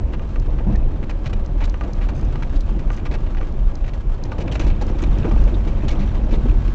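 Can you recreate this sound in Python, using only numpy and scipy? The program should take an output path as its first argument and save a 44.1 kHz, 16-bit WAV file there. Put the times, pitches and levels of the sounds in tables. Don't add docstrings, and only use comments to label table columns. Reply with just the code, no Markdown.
import sys
import numpy as np
from scipy import signal
from scipy.fft import rfft, irfft, next_fast_len
from scipy.io import wavfile
from scipy.ndimage import uniform_filter1d

SR = 44100
rng = np.random.default_rng(int(sys.argv[2]) if len(sys.argv) > 2 else 0)


def master_out(mix):
    frames = np.transpose(np.atleast_2d(mix))
    ceiling = np.clip(frames, -1, 1)
    pcm = np.round(ceiling * 32767).astype(np.int16)
    wavfile.write(sys.argv[1], SR, pcm)


N = 297234

# time in seconds, level in dB.
ROAD_ROUGHNESS = [(0.0, -34.5), (0.39, -36), (0.73, -33), (1.31, -37), (1.9, -34.5), (2.19, -31.5),
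                  (2.46, -35), (3.4, -35.5), (4.15, -37.5), (4.28, -34.5), (4.49, -30), (4.72, -30.5),
                  (4.86, -32), (5.05, -31), (5.22, -28), (5.69, -33.5), (5.89, -28.5), (6.74, -35)]
# start in seconds, level in dB, favoured frequency in Hz.
STONE_HITS = [(0.473, -18.5, 330), (0.535, -19, 300), (0.604, -14.5, 600), (0.667, -10, 176),
              (0.678, -15.5, 250), (0.696, -9.5, 125), (0.721, -20, 191), (1.021, -19.5, 296),
              (1.332, -17, 540), (1.615, -14, 700), (1.839, -23, 330), (2.75, -18.5, 230),
              (2.812, -19, 325), (3.117, -17, 428), (3.155, -18.5, 380), (3.425, -17.5, 480),
              (4.253, -24, 520), (4.387, -11.5, 520), (4.598, -11, 340), (4.663, -12.5, 347),
              (4.721, -16, 206), (4.815, -13.5, 514), (4.897, -11, 520), (4.966, -21, 370),
              (5.027, -11, 337), (5.246, -10, 392), (5.265, -15, 650), (5.279, -12.5, 302),
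              (5.312, -10, 620), (5.362, -13.5, 630), (5.668, -11, 253), (5.832, -13, 333),
              (5.997, -21, 196), (6.326, -11, 292), (6.338, -12, 485), (6.376, -18, 400), (6.455, -14, 500),
              (6.525, -16, 360), (6.68, -21.5, 334)]
# frequency in Hz, level in dB, T60 in seconds.
FLOOR_RESONANCES = [(135, -15, 0.077), (176.6, -2.5, 0.065), (198.8, -9.5, 0.13), (302, -4, 0.047),
                    (365, -5.5, 0.03), (472, -12.5, 0.054), (680, -8.5, 0.0074), (913, -13, 0.052)]


def from_db(db):
    return 10 ** (np.asarray(db) / 20)


def unit_rms(x):
    return x / np.sqrt(np.mean(x ** 2) + 1e-20)


def drift(corner_hz):
    hop, settle = 40, 2000
    pole = np.exp(-2 * np.pi * corner_hz * hop / SR)
    noise = rng.standard_normal(N // hop + settle + 2)
    slow = signal.lfilter([1], [1, -2 * pole, pole * pole], noise)[settle:]
    return np.interp(np.arange(N) / hop, np.arange(len(slow)), unit_rms(slow))


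def colour(x, spectrum):
    size = 16384
    hz, db = np.transpose(spectrum)
    log_hz = np.log(np.maximum(np.arange(size // 2 + 1) * SR / size, 1))
    outside = np.abs(log_hz - np.clip(log_hz, np.log(hz[0]), np.log(hz[-1])))
    rolloff_db = np.minimum(50 * outside, 70)
    gain = unit_rms(from_db(np.interp(log_hz, np.log(hz), db) - rolloff_db))
    cepstrum = irfft(np.log(gain))
    cepstrum[1:size // 2] *= 2
    cepstrum[size // 2 + 1:] = 0
    return signal.fftconvolve(x, irfft(np.exp(rfft(cepstrum))))[:len(x)]


def rumble(spectrum, even_s):
    noise = signal.hilbert(colour(rng.standard_normal(next_fast_len(N + SR)), spectrum))
    power = uniform_filter1d(np.abs(noise) ** 2, max(int(even_s * SR), 1))
    return unit_rms((noise.real / np.sqrt(power + 1e-9))[-N:])


def contacts(per_s, spread_db):
    sizes = from_db(spread_db * np.minimum(rng.exponential(1, N), 4))
    signs = rng.choice([-1, 1], N)
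    return unit_rms(sizes * signs * (rng.random(N) < per_s / SR))


def ring(clicks, hz, t60_s):
    radius = from_db(-60 / (t60_s * SR))
    angle = 2 * np.pi * hz / SR
    return signal.lfilter([0, np.sin(angle)], [1, -2 * radius * np.cos(angle), radius ** 2], clicks + 1e-18)


def strike(start_s, db, peak_hz, modes, focus, vary_db, bounce_s, bounce_db, scatter=0.3):
    rebound_s = start_s + bounce_s * (1 + scatter * rng.uniform(-1, 1, len(start_s)))
    at = np.clip(np.r_[start_s, rebound_s] * SR, 0, N - 1).astype(int)
    out = np.zeros(N)
    for k, (hz, mode_db, t60_s) in enumerate(modes):
        force = from_db(db + mode_db) / (1 + focus * np.log2(hz / peak_hz) ** 2)
        variation = from_db(vary_db * rng.standard_normal(len(at)))
        clicks = np.zeros(N)
        clicks[at] = np.r_[force, force * from_db(bounce_db)] * variation
        out += (-1) ** k * ring(clicks, hz, t60_s)
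    return out


def cabin(x, wet_db, t60_s=0.061):
    t = np.arange(SR // 5) / SR
    tail = rng.standard_normal(len(t)) * from_db(-60 * t / t60_s) * (t > 0.002)
    return x + from_db(wet_db) * signal.fftconvolve(x, tail / np.linalg.norm(tail))[:N]


def road_gain(curve, mean_db, db_per_db, lag_s=0):
    time_s, db = np.transpose(curve)
    road_db = np.interp(np.arange(N) / SR, time_s + lag_s, db)
    return from_db(mean_db + db_per_db * (road_db - road_db.mean()))


def ruts(attack_s=0.011, release_s=0.013):
    # start in seconds, length in seconds, sway in dB, boom in dB.
    crossings = [(0.0, 0.082, -16, -22), (0.287, 0.33, -18, -29.5), (0.666, 0.23, -15.5, -26),
                 (1.25, 0.073, -30, -22), (1.333, 0.096, -14.5, -30), (1.475, 0.23, -17.5, -31.5),
                 (1.971, 0.15, -17, -43), (2.204, 0.1, -18, -27), (2.517, 0.44, -19.5, -36),
                 (3.034, 0.17, -26, -29), (3.226, 0.2, -17.5, -34.5), (3.548, 0.16, -16.5, -47),
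                 (3.785, 0.054, -15.5, -33), (4.044, 0.1, -18.5, -46), (4.607, 0.11, -15, -29.5),
                 (5.085, 0.062, -9.5, -28), (5.27, 0.26, -13, -39), (5.53, 0.15, -39, -24),
                 (5.907, 0.26, -14.5, -43), (6.312, 0.38, -17, -26)]
    t = np.arange(N) / SR
    sway_gain, boom_gain = np.zeros((2, N))
    for start_s, length_s, sway_db, boom_db in crossings:
        attack = np.clip((t - start_s) / attack_s, 0, 1)
        heave = attack * np.exp(-np.clip(t - start_s - length_s, 0, 1) / release_s)
        sway_gain += from_db(sway_db) * heave
        boom_gain += from_db(boom_db) * heave
    return sway_gain, boom_gain


def body_sway(rut_gain):
    # frequency in Hz, density in dB.
    sway_spectrum = [(16, -35), (22, 6.5), (29, -0.5), (36, -2), (45, 0), (56, -9), (68, -29)]
    bounce_spectrum = [(22, -11.5), (28, 7), (34, 4), (42, -0.5), (52, -10), (62, -25)]
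    gain = road_gain(ROAD_ROUGHNESS, mean_db=-21, db_per_db=0.9, lag_s=0.4)
    return gain * rumble(sway_spectrum, even_s=0.096) + rut_gain * rumble(bounce_spectrum, even_s=0.06)


def cabin_boom(rut_gain):
    # frequency in Hz, density in dB.
    spectrum = [(45, -22.5), (58, 7), (69, -5.5), (82, 3.5), (104, -7.5), (122, -5), (140, -5.5),
                (168, -18), (210, -31)]
    gain = road_gain(ROAD_ROUGHNESS, mean_db=-27, db_per_db=1)
    return np.hypot(gain, rut_gain) * rumble(spectrum, even_s=0.093)


def stone_flares(relative_db=-17.5, rise_s=0.0027, fall_s=0.04):
    kicks = np.zeros(N)
    for start_s, db, _ in STONE_HITS:
        kicks[int(start_s * SR)] += from_db(db + relative_db) ** 2
    power = signal.lfilter([1], [1, -np.exp(-2 / (fall_s * SR))], kicks + 1e-18)
    return uniform_filter1d(np.sqrt(power), int(rise_s * SR))


def tyre_roar():
    # frequency in Hz, density in dB.
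    spectrum = [(130, -13.5), (175, -5.5), (210, 2), (260, -4.5), (310, -4.5), (370, -5), (440, -12.5),
                (540, -8), (680, -13), (950, -17.5), (1400, -34), (2600, -35.5)]
    drumming = sum(from_db(db) * ring(contacts(per_s=70, spread_db=-1), hz, t60_s)
                   for hz, db, t60_s in FLOOR_RESONANCES[1:6])
    roar = from_db(-2.2) * rumble(spectrum, even_s=0.054) + from_db(-4.5) * unit_rms(drumming)
    swell = from_db(1.31 * drift(corner_hz=12))
    gain = road_gain(ROAD_ROUGHNESS, mean_db=-33.5, db_per_db=0.76) * swell
    return np.hypot(gain, stone_flares()) * roar


def grit():
    # time in seconds, level in dB.
    gravel = [(0.0, -51), (1.18, -51.5), (2.29, -47), (2.48, -48.5), (4.05, -50.5), (4.34, -49.5),
              (4.56, -47.5), (4.94, -45), (5.29, -42.5), (5.67, -46), (5.91, -46), (6.74, -45)]
    # frequency in Hz, density in dB.
    spectrum = [(600, -9), (1000, 7), (1400, 2), (1900, -3), (2500, -5), (3000, -7), (3700, -10),
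                (4600, -13.5), (6200, -17), (7400, -19), (8600, -37.5)]
    crunch = contacts(per_s=900, spread_db=6) * from_db(2.8 * drift(corner_hz=25))
    hiss = rng.standard_normal(N)
    mix = from_db(-6.5) * cabin(crunch, wet_db=1.5) + from_db(-3.5) * hiss
    return road_gain(gravel, mean_db=-48.5, db_per_db=0.78) * colour(mix, spectrum)


def trim_clatter():
    # frequency in Hz, level in dB, T60 in seconds.
    modes = [(1206, 2, 0.03), (1525, -3.5, 0.03), (1850, 1.5, 0.013), (2320, -2, 0.018), (2575, 0, 0.016),
             (2810, -8.5, 0.012), (3120, -1.5, 0.011), (3640, -5, 0.016), (3980, -7, 0.012),
             (5800, -9, 0.012)]
    taps = sum(from_db(db) * ring(contacts(per_s=40, spread_db=2.5), hz, t60_s) for hz, db, t60_s in modes)
    return road_gain(ROAD_ROUGHNESS, mean_db=-56, db_per_db=1.7) * unit_rms(taps)


def trim_rattles(rise_s=0.00085, fall_s=0.0017, bounce_hz=380, jitter=0.3, swing_db=4.5):
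    # start in seconds, length in seconds, dull level in dB, bright level in dB.
    bursts = [(0.132, 0.019, -43, -55), (0.357, 0.0088, -45, -59), (0.589, 0.008, -41, -64),
              (0.754, 0.008, -48, -55), (1.027, 0.015, -40.5, -60), (1.094, .02, -37, -49),
              (1.257, 0.021, -37, -46), (1.329, 0.01, -37.5, -45.5), (1.603, 0.043, -38.5, -54),
              (1.64, 0.02, -47, -42.5), (1.676, 0.004, -36, -51), (1.834, 0.018, -43, -52.5),
              (2.012, 0.031, -42.5, -57), (2.085, 0.02, -44, -53), (2.353, 0.0074, -39, -54),
              (2.423, 0.013, -35.5, -48), (2.556, 0.02, -55, -50), (2.604, 0.0078, -60, -43),
              (2.789, 0.013, -45, -53), (2.93, 0.006, -42, -56), (2.973, 0.03, -44.5, -56),
              (3.051, 0.022, -39.5, -49), (3.111, 0.021, -38.5, -49), (3.137, 0.021, -37, -48),
              (3.262, 0.017, -47.5, -60), (3.369, 0.019, -40.5, -54.5), (3.406, 0.033, -46, -79),
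              (3.845, 0.0075, -47, -57), (3.86, 0.012, -45.5, -54), (3.876, 0.02, -41, -51),
              (3.933, 0.014, -42, -52.5), (4.249, 0.0092, -42, -60), (4.313, 0.022, -48, -55),
              (4.381, 0.01, -38, -49), (4.401, 0.026, -41.5, -47), (4.477, 0.007, -34.5, -47),
              (4.518, 0.02, -40, -44), (4.541, 0.012, -47, -45), (4.553, 0.0086, -32, -41),
              (4.594, 0.0096, -33.5, -36.5), (4.607, 0.018, -37, -44), (4.627, 0.022, -43, -49),
              (4.664, 0.024, -41, -45.5), (4.698, 0.018, -38.5, -54), (4.811, 0.017, -44, -43),
              (4.891, 0.011, -46, -49), (4.986, 0.0097, -42.5, -48), (5.02, 0.012, -39, -50),
              (5.036, 0.0059, -31, -41), (5.243, 0.017, -41.5, -55), (5.173, 0.0062, -39, -57),
              (5.316, 0.0054, -44, -48), (5.476, 0.0052, -40, -48), (5.671, 0.024, -41.5, -50.5),
              (5.881, 0.014, -37.5, -37), (5.904, 0.032, -46, -45), (5.993, 0.05, -43, -51.5),
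              (6.147, 0.0098, -40, -53), (6.308, 0.054, -42.5, -51), (6.509, 0.011, -44, -54),
              (6.677, 0.0075, -41.5, -48)]
    # frequency in Hz, density in dB.
    dull_spectrum = [(300, -8.5), (600, 9), (1150, 0), (1700, 0.5), (2400, 1.5), (3000, -4), (3800, -20.5),
                     (5000, -36)]
    bright_spectrum = [(2400, -9), (3300, 1), (4000, 5.5), (5100, -0.5), (6000, -1), (7400, -7),
                       (8600, -23.5)]
    t = np.arange(N) / SR
    dull_gain, bright_gain = np.zeros((2, N))
    for start_s, length_s, dull_db, bright_db in bursts:
        span = slice(int(start_s * SR), int((start_s + length_s) * SR) + SR // 10)
        age_s = np.maximum(t[span] - start_s, 0)
        attack = 1 - np.exp(-age_s / rise_s)
        burst = attack * np.exp(-0.5 * age_s / length_s - np.maximum(age_s - length_s, 0) / fall_s)
        dull_gain[span] += from_db(dull_db) * burst
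        bright_gain[span] += from_db(bright_db) * burst
    rate_hz = bounce_hz * (1 + jitter * drift(corner_hz=150))
    bounce = np.cos(2 * np.pi * np.cumsum(rate_hz) / SR)
    chatter = unit_rms(contacts(per_s=4600, spread_db=0.5) * from_db(swing_db * bounce))
    dull = from_db(3) * colour(chatter * dull_gain, dull_spectrum)
    bright = from_db(1) * colour(chatter * bright_gain, bright_spectrum)
    return cabin(dull + bright, wet_db=-10.5)


def panel_knocks():
    # start in seconds, level in dB, favoured frequency in Hz.
    blows = [(0.1363, -19, 950), (0.195, -23, 1790), (0.359, -21.5, 1500), (0.586, -23, 1600),
             (1.261, -23.5, 1880), (1.33, -24, 1000), (1.61, -23, 1400), (1.644, -21, 1710),
             (1.742, -17, 1600), (1.81, -14.5, 1320), (2.089, -20, 1420), (2.094, -22.5, 2400),
             (2.356, -21, 1420), (2.412, -32, 900), (2.4235, -21, 1510), (2.903, -14, 1010),
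             (3.057, -17.5, 1100), (3.117, -29, 1200), (3.153, -29, 1300), (3.348, -21.5, 1400),
             (3.412, -18, 900), (3.842, -24, 1300), (4.094, -29.5, 1100), (4.319, -13.5, 910),
             (4.386, -32, 1010), (4.481, -27, 1300), (4.554, -14, 1600), (4.597, -30, 1900),
             (4.616, -25, 2400), (4.667, -38, 1500), (4.897, -32, 700), (5.022, -20.5, 1000),
             (5.041, -20.5, 2700), (5.253, -20, 800), (5.266, -27, 1000), (5.3126, -18, 900),
             (5.362, -28, 800), (5.883, -21, 2800)]
    # frequency in Hz, level in dB, T60 in seconds.
    modes = [(483, -10, 0.046), (864, -2, 0.0094), (990, -4, 0.013), (1192, -14.5, 0.059),
             (1473, -6, 0.0087), (1920, -11.5, 0.013), (2300, -7.5, 0.0062), (2850, -7.5, 0.006),
             (4150, -16.5, 0.0055), (6100, -17, .005)]
    hits = strike(*np.transpose(blows), modes, focus=0.27, vary_db=1.5, bounce_s=0.00307, bounce_db=-6)
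    return from_db(-4) * cabin(hits, wet_db=-12)


def part_ticks():
    # start in seconds, level in dB.
    ticks = [(0.398, -38), (0.758, -37.5), (1.461, -38), (1.6964, -32), (1.933, -33), (3.524, -44),
             (3.754, -33.5), (4.2375, -28), (4.253, -41), (4.8668, -38), (5.1851, -37), (5.439, -37)]
    # frequency in Hz, level in dB, T60 in seconds.
    modes = [(3450, -16, .003), (4100, -7, .005), (5070, -7, .005), (5590, -10, .005), (6100, -9, .005),
             (7050, -12, .0025)]
    clicks = strike(*np.transpose(ticks), 5500, modes, focus=0, vary_db=1,
                    bounce_s=0.00197, bounce_db=-2, scatter=0.01)
    return from_db(5.5) * signal.sosfilt(signal.butter(2, 3000, "high", fs=SR, output="sos"), clicks)


def stone_thumps():
    hits = strike(*np.transpose(STONE_HITS), FLOOR_RESONANCES, focus=4.4, vary_db=0.5,
                  bounce_s=0.014, bounce_db=-11.5)
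    return from_db(1) * signal.sosfilt(signal.butter(2, 1500, fs=SR, output="sos"), hits)


def sheet_hums():
    # start in seconds, length in seconds, pitch in Hz, level in dB.
    hums = [(0.66, 0.048, 204.7, -18), (0.68, 0.057, 135, -17), (0.71, 0.052, 204, -24),
            (2.524, 0.063, 278, -31), (2.67, 0.097, 208.3, -30), (5.238, 0.032, 415, -22),
            (5.26, 0.053, 309.6, -27), (5.512, 0.052, 305, -25), (5.964, 0.099, 197, -24),
            (6.434, 0.055, 238.6, -22), (6.475, 0.051, 292, -30.5)]
    out = np.zeros(N + SR)
    flex = 1 + 0.049 * drift(corner_hz=28.5)
    for start_s, length_s, hz, db in hums:
        at = int(start_s * SR)
        phase = 2 * np.pi * np.cumsum(hz * flex[at:at + int(length_s * SR)]) / SR
        out[at:at + len(phase)] += from_db(db) * np.sqrt(2) * np.sin(phase) * np.hanning(len(phase))
    return out[:N]


def fitting_buzzes(t60_cycles=45):
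    # start in seconds, length in seconds, pitch in Hz, relative level in dB.
    buzzes = [(0.749, 0.02, 1850, -34.5), (1.615, 0.035, 2300, -38), (3.336, 0.08, 786, -40),
              (4.383, 0.033, 5900, -56), (4.512, 0.022, 3050, -30.5), (4.513, .02, 5870, -43),
              (4.592, 0.028, 5950, -43), (4.598, 0.029, 2550, -37), (4.811, 0.021, 840, -21.5),
              (5.018, 0.012, 6640, -38), (5.245, 0.017, 830, -26.5), (5.309, 0.019, 840, -25.5),
              (5.539, 0.019, 3750, -37), (5.894, 0.027, 5940, -51), (5.879, 0.023, 2940, -31.5),
              (5.895, 0.039, 2240, -34), (6.334, 0.018, 3600, -36), (6.487, 0.015, 2630, -35.5)]
    out = np.zeros(N)
    chatter = contacts(per_s=1200, spread_db=2)
    for start_s, length_s, hz, db in buzzes:
        at, n = int(start_s * SR), int(length_s * SR)
        tone = ring(chatter[at:at + n], hz, t60_cycles / hz) * signal.windows.tukey(n, 0.4)
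        out[at:at + n] += from_db(db - 9) * unit_rms(tone)
    return out


def joint_creaks(slip_s=0.012):
    # start in seconds, level in dB.
    slips = [(2.147, -58), (2.158, -57), (2.175, -57), (2.188, -57), (2.208, -55), (2.244, -57),
             (2.912, -55), (2.926, -54), (2.939, -56), (2.962, -53), (2.977, -62)]
    # frequency in Hz, level in dB, T60 in seconds.
    modes = [(5150, 6, 0.0044), (6170, 6, 0.0082)]
    out = np.zeros(N)
    n = int(slip_s * SR)
    catches = contacts(per_s=2000, spread_db=2)
    scrape = sum(from_db(db) * ring(catches, hz, t60_s) for hz, db, t60_s in modes)
    for start_s, db in slips:
        at = int(start_s * SR)
        out[at:at + n] += from_db(db) * unit_rms(scrape[at:at + n] * signal.windows.tukey(n, 0.5))
    return out


def floor_drone(start_s=4.8, rise_s=0.24, level_db=-37):
    # frequency in Hz, density in dB.
    spectrum = [(185, -25), (210, -2.5), (232, -3), (260, -17)]
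    onset = np.clip((np.arange(N) / SR - start_s) / rise_s, 0, 1)
    return from_db(level_db) * onset * rumble(spectrum, even_s=0.14)


def scene():
    trim = trim_rattles() + trim_clatter() + fitting_buzzes()
    trim += joint_creaks() + panel_knocks() + part_ticks()
    rut_sway, rut_boom = ruts()
    body = body_sway(rut_sway) + cabin_boom(rut_boom)
    roar = tyre_roar()
    surge = from_db(0.65 * drift(corner_hz=13))
    return (body * surge + roar + floor_drone() + grit() + stone_thumps() + sheet_hums() + trim)[None]


def record(dry):
    cutoff_hz = 8600
    return signal.sosfilt(signal.ellip(10, 0.2, 70, cutoff_hz, fs=SR, output="sos"), dry)


dry = scene()
out = record(dry)
master_out(out)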